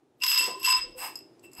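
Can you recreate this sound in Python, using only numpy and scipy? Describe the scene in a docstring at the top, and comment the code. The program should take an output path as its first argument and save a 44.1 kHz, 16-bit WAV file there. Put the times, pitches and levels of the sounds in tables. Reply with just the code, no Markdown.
"""Over a faint room tone, aluminium tubes on elastic cords knock and chatter together in two bursts
as they are gathered up. They bump on a carpeted table, then slide and tap in the hands, close by
in a small room; a cord clicks once. Each collision gives a brief clack and excites the tubes' modes;
sliding friction rasps and drives the same modes, and the hands damp them."""
import sys
import numpy as np
from scipy import signal
from scipy.fft import rfft, irfft
from scipy.io import wavfile

SR = 44100
rng = np.random.default_rng(int(sys.argv[2]) if len(sys.argv) > 2 else 0)


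def file_out(sig):
    """Save sig as 16-bit WAV at sys.argv[1]."""
    # one column per channel
    cols = np.atleast_2d(sig).T
    # limit, then scale
    lim = np.clip(cols, -1, 1)
    pcm = np.round(lim * 32767).astype(np.int16)
    wavfile.write(sys.argv[1], SR, pcm)


N = 70560
TIME = np.arange(N) / SR
PIVOT_HZ = 4500  # spectral tilts turn about this frequency


def undb(db):
    return 10 ** (np.asarray(db) / 20)

def unit_rms(x):
    return x / np.sqrt(np.mean(x ** 2) + 1e-20)

def over_time(points):
    return np.interp(TIME, *np.array(points).T)

def over_pitch(points, hz):
    freqs, values = np.array(points).T
    return np.interp(np.log(hz), np.log(freqs), values)

def bin_hz(size):
    return np.maximum(np.fft.rfftfreq(size, 1 / SR), 1)

def add(out, start_s, x):
    i = int(np.clip(start_s * SR, 0, N - 1))
    out[i:i + len(x)] += x[:N - i]


# Each row: frequency in Hz, relative level in dB.
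ROOM_TONE_SPECTRUM = [(25, -30), (60, -17.5), (120, -2), (200, -8), (340, 5), (450, -4), (800, -9.5),
                      (1500, -21.5), (4000, -28), (10000, -34.5), (15500, -44.5)]

def room_tone():
    """Filtered noise: a quiet, low background that swells and eases."""
    tone = unit_rms(irfft(rfft(rng.standard_normal(N)) * undb(over_pitch(ROOM_TONE_SPECTRUM, bin_hz(N))), N))
    swell_db = over_time([(.1, -2), (.8, 8), (1.35, 5.5)])
    return tone * undb(-64 + swell_db)


# Bending and wall modes of the nearly equal tubes.
# Each row: frequency in Hz, relative level in dB, free decay time T60 in seconds.
TUBE_MODES = [(991, -22.5, 0.43), (1014.8, -14.5, 0.3), (2688, -4.5, 0.26), (2704, -5.5, 0.19),
              (2784, -11.5, .2), (4900, -9, 0.12), (5054, -3.5, 0.25), (5047, -0.5, 0.18), (5124, -2, 0.21),
              (5280, -10.5, 0.17), (7853, -15.5, 0.34), (7950, -9, 0.33), (8046, -16.5, 0.27),
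              (11500, -16, 0.1), (11550, -8, 0.087), (12230, -12.5, 0.061), (12650, -21, .09),
              (12600, -21, 0.04)]

def tube_mode(force, hz, t60):
    """Damped resonance: a unit impulse starts a decaying sine of amplitude 1."""
    r, w = np.exp(-np.log(1000) / (t60 * SR)), 2 * np.pi * hz / SR
    return signal.lfilter([0, r * np.sin(w)], [1, -2 * r * np.cos(w), r * r], force)

def contact_db(hz, tilt, even_db):
    """Modal coupling: hard contacts favour high modes; their position favours even or odd ones."""
    order = round(np.sqrt(hz / TUBE_MODES[0][0]) * 1.55 - .5)
    return tilt * np.log2(hz / PIVOT_HZ) + even_db * (order % 2 == 0)

def radiate(x):
    """Radiation efficiency: thin tubes give off little bass."""
    return signal.sosfilt(signal.butter(4, 924, "high", fs=SR, output="sos"), x)

def colour(x, spectrum, tilt):
    """Minimum-phase filtering: a spectrum, tilted in dB per octave, at unit power gain."""
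    size = 2048
    hz = bin_hz(size)
    octaves = np.log2(np.maximum(hz, TUBE_MODES[0][0]) / PIVOT_HZ)
    gain = unit_rms(undb(over_pitch(spectrum, hz) + tilt * octaves))
    cepstrum = irfft(np.log(gain))
    cepstrum[1:size // 2] *= 2
    cepstrum[size // 2 + 1:] = 0
    return signal.fftconvolve(x, irfft(np.exp(rfft(cepstrum))))[:len(x)]


# The dry clack of a contact. Each row: frequency in Hz, relative level in dB.
CLACK_SPECTRUM = [(600, -13), (950, -3), (2000, 4.5), (2450, 3.5), (3000, 11.5), (3600, 8), (4200, 1.5),
                  (4800, 10.5), (5400, 8.5), (6000, 0), (7200, -1.5), (8000, 3), (8900, -9), (10300, -14),
                  (11000, -8.5), (11800, -3.5), (12400, -4), (12650, -1), (12900, -8.5), (13120, -2.5),
                  (13500, -12.5), (14600, -15.5), (15600, -13.5)]
CLACK_DECAY_S = 0.0033
# Each row: time in seconds, relative contact strength in dB.
CHATTER_STRENGTH = [(.2, -38), (.232, -8.5), (.245, -12), (.29, -5), (.335, -0.5), (.365, -3.5), (.40, -4),
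                    (.445, -4.5), (.485, -7.5), (.55, -36.5), (.62, -19), (.655, 0.5), (.70, -1.5),
                    (.735, -8), (.79, -12), (.84, -36), (.92, -66)]
# Each row: time in seconds, contact hardness as a tilt in dB per octave.
CHATTER_HARDNESS = [(.22, 2), (.33, -2.5), (.41, -0.5), (.5, -2), (.64, -.5), (.70, -0.5), (.8, -6.5)]

def chatter(contacts_per_s=700, scatter_db=3, ring_db=-41, clack_db=-31):
    """Random impacts: loose tubes bounce on each other, the contacts softening as they settle."""
    moving = (TIME > CHATTER_STRENGTH[0][0]) & (TIME < CHATTER_STRENGTH[-1][0])
    contacts = moving & (rng.random(N) < contacts_per_s / SR)
    spread_db = scatter_db * np.clip(rng.standard_normal(N), -2, 2)
    hits = contacts * undb(over_time(CHATTER_STRENGTH) + spread_db)
    hardness = over_time(CHATTER_HARDNESS)
    ring = sum(tube_mode(hits * rng.standard_normal(N) * undb(db + contact_db(hz, hardness, 0)), hz, t60)
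               for hz, db, t60 in TUBE_MODES)
    energy = signal.lfilter([1], [1, -np.exp(-2 / (CLACK_DECAY_S * SR))], hits ** 2)
    bursts = np.sqrt(energy) * rng.standard_normal(N)
    soft, hard = hardness.min(), hardness.max()
    hard_share = (hardness - soft) / (hard - soft)
    clacks = colour(bursts * hard_share, CLACK_SPECTRUM, hard)
    clacks += colour(bursts * (1 - hard_share), CLACK_SPECTRUM, soft)
    return undb(ring_db) * ring + undb(clack_db) * clacks


def impacts(rows, clack_spectrum, rise_s, t60_scale, loss_db_per_octave=0):
    """Modal superposition: each blow clacks and rings all modes, with slightly varied weights."""
    scatter_db, jitter = 1.5, 0.00412
    out, t = np.zeros(N), np.arange(SR * 2 // 3) / SR
    rise = 1 - np.exp(-t / rise_s)
    clack_envelope = np.exp(-t[:SR // 20] / CLACK_DECAY_S)
    for start, ring_db, clack_db, tilt, even_db in rows:
        for hz, db, t60 in TUBE_MODES:
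            size, detune, side = rng.standard_normal(3)
            loss_db = loss_db_per_octave * abs(np.log2(hz / PIVOT_HZ))
            gain = undb(ring_db + db + contact_db(hz, tilt, even_db) + scatter_db * size - loss_db)
            envelope = rise * np.exp(-np.log(1000) * t / (t60 * t60_scale))
            tone = np.sign(side) * np.sin(2 * np.pi * hz * (1 + jitter * detune) * t)
            add(out, start, gain * envelope * tone)
        burst = rng.standard_normal(len(clack_envelope)) * clack_envelope
        add(out, start, undb(clack_db) * colour(burst, clack_spectrum, tilt / 2))
    return out


# Each row: start in seconds, ring gain in dB, clack gain in dB, ring tilt in dB per octave,
# even-mode boost in dB.
KNOCKS = [(.204, -70, -61, 8.5, -6), (.2192, -32.5, -43, -1, 3), (.235, -28, -21, 3, -15),
          (.2385, -27.5, -21, 1, -9), (.248, -41, -35, -9.5, 8.5), (.2642, -27, -22, 5.5, -21),
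          (.2812, -38, -33, 12.5, -23), (.2955, -30, -26.5, 9.5, -6), (.2992, -30, -31.5, 8, -9.5),
          (.3095, -36, -35, -4, 12.5), (.316, -31.5, -22, 0, -7.5), (.335, -28.5, -45, 4, -14.5),
          (.359, -35, -29.5, -5, 5), (.3758, -29.5, -20, 5.5, -3), (.382, -27.5, -31, 4, 10),
          (.3925, -31, -29.5, 6, 2.5), (.411, -30, -35, -6, -8), (.441, -46, -28.5, 10, 5.5),
          (.479, -44, -63, -9.5, -9), (.613, -42.5, -63, -2.5, 8), (.6298, -41.5, -33.5, 12.5, -0.5),
          (.6463, -24.5, -27.5, 4, 3), (.663, -35, -27.5, 3.5, 12.5), (.674, -30, -29, -8.5, -6),
          (.686, -38, -25.5, -7.5, -18), (.7005, -25, -50, 3.5, -1), (.714, -31, -33.5, -7, -6.5),
          (.724, -31.5, -19.5, -2.5, -29), (.765, -36, -51, 3.5, 3.5), (.778, -33.5, -57, -6.5, -34)]

def knocks():
    """Free vibration: loose tubes collide and ring on, lightly damped."""
    return impacts(KNOCKS, CLACK_SPECTRUM, rise_s=0.0018, t60_scale=0.93)


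# Each row: frequency in Hz, relative level in dB.
RASP_SPECTRUM = [(150, -34), (520, -8), (760, 11.5), (1050, 12.5), (1350, 2.5), (2300, 3), (2800, 2.5),
                 (3600, -8), (5000, -5), (6300, -11.5), (7400, -6), (8150, 9), (8900, -11.5), (10200, -17),
                 (11050, 1.5), (11600, -13), (12150, 0.5), (12600, 1.5), (13100, -1), (14500, -17.5),
                 (15500, -8.5)]
# Each row: peak time, rise and fall in seconds, ring and rasp gains in dB, tilt in dB per octave,
# even-mode boost in dB.
SLIDES = [(0.228, 0.013, 0.0061, -43.5, -64.5, -8.5, 15), (.29, 0.042, 0.1, -55.5, -33.5, 11.5, -11),
          (.598, .006, 0.016, -54, -49, 8, -1), (0.649, 0.017, 0.0043, -29, -61, -0.5, 6.5),
          (0.989, 0.016, 0.036, -48.5, -43, 3, 12.5), (1.041, 0.039, 0.045, -40, -36, 0.5, -1),
          (1.444, 0.014, 0.019, -67, -58, 3.5, 23), (1.535, 0.017, 0.018, -67, -60, 2.5, 1),
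          (1.59, 0.026, 0.018, -45.5, -50, 1, 5.5)]

def slides(grain_db=4, t60_scale=0.51, swell_shape=1.41):
    """Frictional excitation: tube rubs on tube with a grainy rasp that drives the damped modes."""
    rasp, ring, drives = np.zeros(N), np.zeros(N), np.zeros((len(TUBE_MODES), N))
    for peak, rise, fall, ring_db, rasp_db, tilt, even_db in SLIDES:
        from_peak = (TIME - peak) / np.where(TIME < peak, rise, fall)
        swell = np.exp(1 - np.hypot(1, np.sqrt(2) * from_peak) ** swell_shape)
        grains = unit_rms(rng.standard_normal(N) * undb(grain_db * rng.standard_normal(N)))
        rasp += undb(rasp_db) * colour(swell * grains, RASP_SPECTRUM, tilt)
        gains = [undb(ring_db + db + contact_db(hz, tilt, even_db)) for hz, db, _ in TUBE_MODES]
        drives += np.outer(gains, swell)
    for drive, (hz, _, free_t60) in zip(drives, TUBE_MODES):
        t60 = free_t60 * t60_scale
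        ring += tube_mode(drive * rng.standard_normal(N), hz, t60) * np.sqrt(np.log(1000) / (t60 * SR))
    return rasp + radiate(ring)


# Each row: start in seconds, gain in dB, centre in Hz, width in octaves, decay in seconds.
BUMPS = [(.398, -47, 389, 0.57, 0.073), (0.476, -34.5, 450, 0.74, 0.024), (0.556, -46, 358, 0.13, 0.039),
         (0.549, -43.5, 1022, 0.033, 0.13), (.775, -48.5, 33.2, 0.34, 0.083),
         (0.78, -59.5, 91, 0.32, 0.052), (.835, -54, 499, 0.084, .07), (.95, -51.5, 508, 0.02, 0.07),
         (1.116, -51, 343, 0.13, 0.018), (1.208, -47.5, 347, 0.17, 0.014), (1.249, -53, 340, 0.29, 0.011),
         (1.451, -49.5, 352, 0.11, 0.029), (1.481, -49, 363, 0.11, 0.011), (1.586, -36, 112, 0.27, 0.012)]

def bumps():
    """Soft impacts: tubes thud on carpet, cords and hands; the narrow noise bands ring briefly."""
    out, t = np.zeros(N), np.arange(SR // 2) / SR
    for start, db, hz, octaves, decay in BUMPS:
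        band = np.exp(-.5 * (np.log2(bin_hz(len(t)) / hz) / octaves) ** 2)
        phases = np.exp(2j * np.pi * rng.random(len(band)))
        body = unit_rms(irfft(band * phases, len(t)))
        envelope = np.exp(-t / decay) * (1 - np.exp(-t * hz))
        add(out, start, undb(db) * body * envelope)
    return out


def grip(start_s=0.777, db_per_s=123):
    """Exponential damping: the hands close on the bundle and choke the ring."""
    return undb(-db_per_s * np.maximum(TIME - start_s, 0))


# Each row: frequency in Hz, relative level in dB.
TAP_CLACK_SPECTRUM = [(1000, -17), (3800, -19.5), (4600, 3), (5200, 4.5), (6000, -5), (7000, 2.5),
                      (7900, 13.5), (8800, -15), (10200, -15), (11100, 7), (12200, -8), (13200, -10),
                      (14000, -22), (15500, -30)]
# Each row: start in seconds, ring gain in dB, clack gain in dB, ring tilt in dB per octave,
# even-mode boost in dB. 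The row at 1.3945 s is the cord click.
TAPS = [(1.1555, -28.5, -38, 5.5, -9), (1.1722, -49, -48, 15, -23), (1.189, -46.5, -65, 12.5, -0.5),
        (1.206, -51.5, -64.5, 0, 0.5), (1.3945, -76, -54.5, -10, -15), (1.463, -66, -67.5, -7, 14),
        (1.516, -62, -59, 7, 4), (1.533, -54, -44, 9, -1), (1.5502, -57, -46, 14.5, 12)]

def taps():
    """Damped vibration: held tubes tap with a quickly damped ring, and a cord clicks once."""
    return impacts(TAPS, TAP_CLACK_SPECTRUM, rise_s=0.00048, t60_scale=0.19, loss_db_per_octave=5)


# Each row: frequency in Hz, reverberation time in seconds.
ROOM_T60 = [(300, 0.302), (1500, 0.31), (4000, 0.39), (8000, 0.27), (14000, 0.15)]

def reverberation(x, onset_s=0.0014):
    """Diffuse reflection: a short tail decays in octave bands, the highest treble first."""
    t = np.arange(SR // 2) / SR
    noise, hz = rfft(rng.standard_normal(len(t))), bin_hz(len(t))
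    centres = 125 * 2. ** np.arange(8)
    tail = np.zeros(len(t))
    for centre, pick in zip(centres, np.eye(len(centres))):
        band = irfft(noise * np.interp(np.log(hz), np.log(centres), pick), len(t))
        tail += band * np.exp(-np.log(1000) * t / over_pitch(ROOM_T60, centre))
    tail *= 1 - np.exp(-(t / onset_s) ** 2)
    return signal.fftconvolve(x, unit_rms(tail) / np.sqrt(len(t)))[:N]


def scene():
    """Superposition: direct sound, reverberation and room tone add in one channel."""
    gathering = grip() * radiate(knocks() + chatter()) + slides() + bumps()
    tapping = radiate(taps())
    reflected = reverberation(undb(-6) * gathering + undb(-11) * tapping)  # nearer taps sound drier
    return (gathering + tapping + reflected + room_tone())[None]

def record(dry):
    """Band limiting: a steep low-pass filter cuts the highest treble."""
    return signal.sosfilt(signal.ellip(10, .2, 80, 15600, fs=SR, output="sos"), dry)


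dry = scene()
out = record(dry)
file_out(out)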